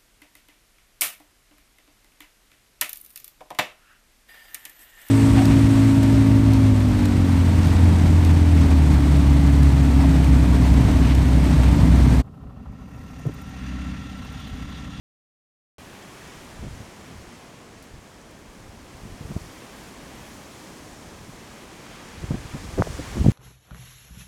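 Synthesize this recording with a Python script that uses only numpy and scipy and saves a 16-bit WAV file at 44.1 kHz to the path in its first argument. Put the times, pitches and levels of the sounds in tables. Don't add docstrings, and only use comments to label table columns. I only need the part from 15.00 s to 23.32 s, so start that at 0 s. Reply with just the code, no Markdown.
import sys
import numpy as np
from scipy import signal
from scipy.fft import rfft, irfft
from scipy.io import wavfile
from scipy.ndimage import uniform_filter1d

SR = 44100
rng = np.random.default_rng(int(sys.argv[2]) if len(sys.argv) > 2 else 0)


def master_out(mix):
    frames = np.transpose(np.atleast_2d(mix))
    ceiling = np.clip(frames, -1, 1)
    pcm = np.round(ceiling * 32767).astype(np.int16)
    wavfile.write(sys.argv[1], SR, pcm)


N = 366912
TIME = np.arange(N) / SR


def undb(db):
    return 10 ** (np.asarray(db) / 20)


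def unit(x):
    return x / np.sqrt(np.mean(x ** 2))


def colour(x, points):
    hz, db = np.transpose(points)
    f = np.maximum(np.arange(N // 2 + 1) * SR / N, 1)
    skirts = np.minimum(1, np.minimum(f / hz[0], hz[-1] / f)) ** 2
    eq = undb(np.interp(np.log(f), np.log(hz), db))
    return unit(irfft(rfft(x) * skirts * eq, N))


def wander(rate_hz):
    hold = int(SR / rate_hz)
    steps = rng.standard_normal(N // 100)[np.arange(N) // hold]
    return unit(uniform_filter1d(uniform_filter1d(steps, hold), hold))


def foliage(eq, sway_db, sway_hz, contacts, scatter_db, boughs=2):
    out = 0
    for _ in range(boughs):
        touch = rng.random(N) < 2500 / SR
        ticks = np.zeros(N)
        ticks[touch] = rng.standard_normal(N)[touch]
        ticks[touch] *= undb(scatter_db * np.minimum(rng.exponential(size=N)[touch], 6))
        air = rng.standard_normal(N)
        sway = undb(sway_db * wander(sway_hz))
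        out = out + (air + contacts * unit(ticks)) * sway
    return colour(out, eq)


def trees(usual_db=-54):
    # t/s, in the branches/dB, in the near needles/dB, in the dry leaves/dB
    wind_force = [(0.8, -53.6, -56.5, -60.5), (1.35, -51, -54.0, -60), (1.7, -53, -55.5, -62.2),
                  (2.1, -53.5, -56, -63.1), (3.0, -58, -59.5, -67.5), (3.65, -58, -59, -65),
                  (4.3, -54, -54.5, -59), (4.8, -52.5, -54, -60), (5.65, -54, -53.5, -58),
                  (6.0, -55, -54, -62), (6.65, -52.3, -55.5, -62.0), (7.45, -50, -52, -61),
                  (7.95, -48, -48, -58), (8.3, -46.5, -48.5, -56)]
    # f/Hz, level/dB
    roar_eq = [(60, -8.5), (130, -2.5), (210, 0), (310, -1.5), (430, -5.5), (600, -7), (1000, -10),
               (1400, -15.5), (2500, -25.5)]
    # f/Hz, level/dB
    rush_eq = [(600, -14.5), (1100, 0.5), (1350, -2.5), (1650, 0), (2400, -1.6), (2850, -4), (3250, -3.5),
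               (3700, -8), (4500, -10.5), (6000, -28.5)]
    # f/Hz, level/dB
    hiss_eq = [(2000, -34), (3600, -5), (5000, -0.5), (5600, 0.5), (7100, -0.6), (8300, -4), (10000, -7.5),
               (13000, -15.5), (15000, -23), (17000, -27)]
    # f/Hz, level/dB
    sizzle_eq = [(6000, -27), (9000, -2), (11000, -2), (13000, -4), (15000, -9), (17000, -13)]
    times, *forces = np.transpose(wind_force)
    branch_db, needle_db, leaf_db = (np.interp(TIME, times, force) - usual_db for force in forces)
    roar = colour(rng.standard_normal(N), roar_eq) * undb(0.19 * wander(10))
    rush = foliage(rush_eq, sway_db=0.8, sway_hz=7.9, contacts=0.35, scatter_db=1.5)
    hiss = foliage(hiss_eq, sway_db=0.5, sway_hz=10, contacts=0.36, scatter_db=3.0)
    sizzle = foliage(sizzle_eq, sway_db=1.5, sway_hz=12, contacts=0.52, scatter_db=1.0)
    return (undb(-45 + 0.61 * needle_db) * roar
            + undb(-51.5 + branch_db) * rush
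            + undb(-53 + needle_db) * hiss
            + undb(-55.5 + 1.27 * leaf_db) * sizzle)


def add_eddy(out, at_s, size, hz, skew):
    reach = 2 * SR / hz
    start, end = (int(np.clip(at_s * SR + side * reach, 0, len(out))) for side in (-1, 1))
    passage = 2 * np.pi * hz * (TIME[start:end] - at_s) / 3
    out[start:end] -= size * np.real(np.exp(1j * skew) / (1 + 1j * passage) ** 4)


def draught(breeze_db=-56, wander_db=2):
    # peak t/s, level/dB, rise/s, fall/s
    gusts = [(1.66, -37, .09, 0.16), (2.16, -45, 0.14, 0.11), (2.96, -41, .04, 0.049),
             (3.7, -46, 0.12, 0.14), (4.1, -39.5, 0.13, .07), (4.36, -39, 0.12, 0.13),
             (5.1, -49.5, 0.16, 0.48), (6.15, -50, 0.2, 0.19), (7.29, -33.5, 0.099, 0.16),
             (7.75, -34, 0.21, 0.46), (8.24, -25, 0.065, 0.17)]
    power = undb(breeze_db + wander_db * wander(4.44)) ** 2
    for peak_s, db, rise_s, fall_s in gusts:
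        from_peak = (TIME - peak_s) / np.where(TIME < peak_s, rise_s, fall_s)
        power += (undb(db) * np.exp(-from_peak ** 2)) ** 2
    return np.sqrt(power)


def flutter(centre_hz=70, octaves=0.54, scatter_db=3.0, count=1400):
    out = np.zeros(N)
    times = rng.random(count) * N / SR
    for at_s, (size, pitch, skew) in zip(times, rng.standard_normal((count, 3))):
        hz = centre_hz * 2 ** (octaves * np.clip(pitch, -2, 2))
        add_eddy(out, at_s, undb(scatter_db * size), hz, skew)
    return unit(out) * draught()


def shedding(hz, length_s, jitter, octaves, scatter_db, count=24):
    out = np.zeros(SR // 5)
    middle_s = len(out) / SR / 2
    for k, (lag, pitch, size, skew) in enumerate(rng.standard_normal((count, 4)), -count // 2):
        offset_s = (k + jitter * np.tanh(lag)) / hz
        swell = np.exp(-(2 * offset_s / length_s) ** 4) + 1e-9
        eddy_hz = hz * 2 ** (octaves * np.tanh(pitch))
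        add_eddy(out, middle_s + offset_s, swell * undb(scatter_db * size), eddy_hz, skew)
    return out * np.sqrt(length_s * SR / np.sum(out ** 2))


def buffets(breakup_ratio=2.9):
    # middle t/s, rms level/dB, f/Hz, length/s
    hits = [(1.636, -35.5, 133, 0.034), (1.667, -36, 112, 0.041), (1.806, -37, 116, 0.021),
            (2.115, -46, 119, 0.051), (4.058, -37.5, 120, 0.012), (4.218, -37, 127, 0.031),
            (4.254, -33, 99, .015), (4.308, -32.5, 142.5, 0.037), (4.368, -24.5, 106.5, 0.021),
            (6.294, -42.5, 127, .024), (7.24, -28.5, 75, 0.02), (7.316, -21, 160, 0.019),
            (7.331, -35, 130, .012), (7.348, -25.5, 198, .016), (7.554, -31, 137, 0.028),
            (7.788, -23, 312, 0.019), (7.803, -18, 150, 0.024), (7.8226, -14.5, 586, 0.0031),
            (7.873, -30, 477, 0.0073), (7.996, -30.5, 260, 0.011), (8.174, -27.5, 148, 0.046),
            (8.213, -16.5, 68, 0.025), (8.248, -21, 168, 0.013), (8.264, -11.5, 161.4, 0.012),
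            (8.289, -10.5, 97, 0.019)]
    out = np.zeros(N + SR)
    for middle_s, db, hz, length_s in hits:
        thump = shedding(hz, length_s, jitter=0.274, octaves=0.33, scatter_db=3.0)
        crackle = shedding(hz * breakup_ratio, length_s, jitter=0.45, octaves=0.36, scatter_db=6.5)
        crackle_db = -13.5 - 3.5 * np.log2(hz / 147)
        start = int(middle_s * SR) - len(thump) // 2
        out[start:start + len(thump)] += undb(db) * (thump + undb(crackle_db) * crackle)
    return out[:N]


def twigs():
    # t/s, level/dB, decay/s
    flicks = [(2.825, -48, .014), (3.31, -62, .012), (3.39, -60, .01)]
    # f/Hz, level/dB
    flick_eq = [(2000, -18), (5000, 0), (10000, 0), (13000, -1), (17000, -11)]
    grit = colour(rng.standard_normal(N) * undb(3 * wander(300)), flick_eq)
    envelope = sum(undb(db) * (TIME >= at_s) * np.exp(-np.abs(TIME - at_s) / decay_s)
                   for at_s, db, decay_s in flicks)
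    return grit * envelope


def scene():
    return (trees() + twigs() + flutter() + buffets())[None]


def record(dry):
    start_s, top_hz = 0.783, 17000
    low_pass = signal.ellip(10, 0.1, 80, top_hz, fs=SR, output="sos")
    return signal.sosfilt(low_pass, dry * (TIME >= start_s))


dry = scene()
out = record(dry)
master_out(out)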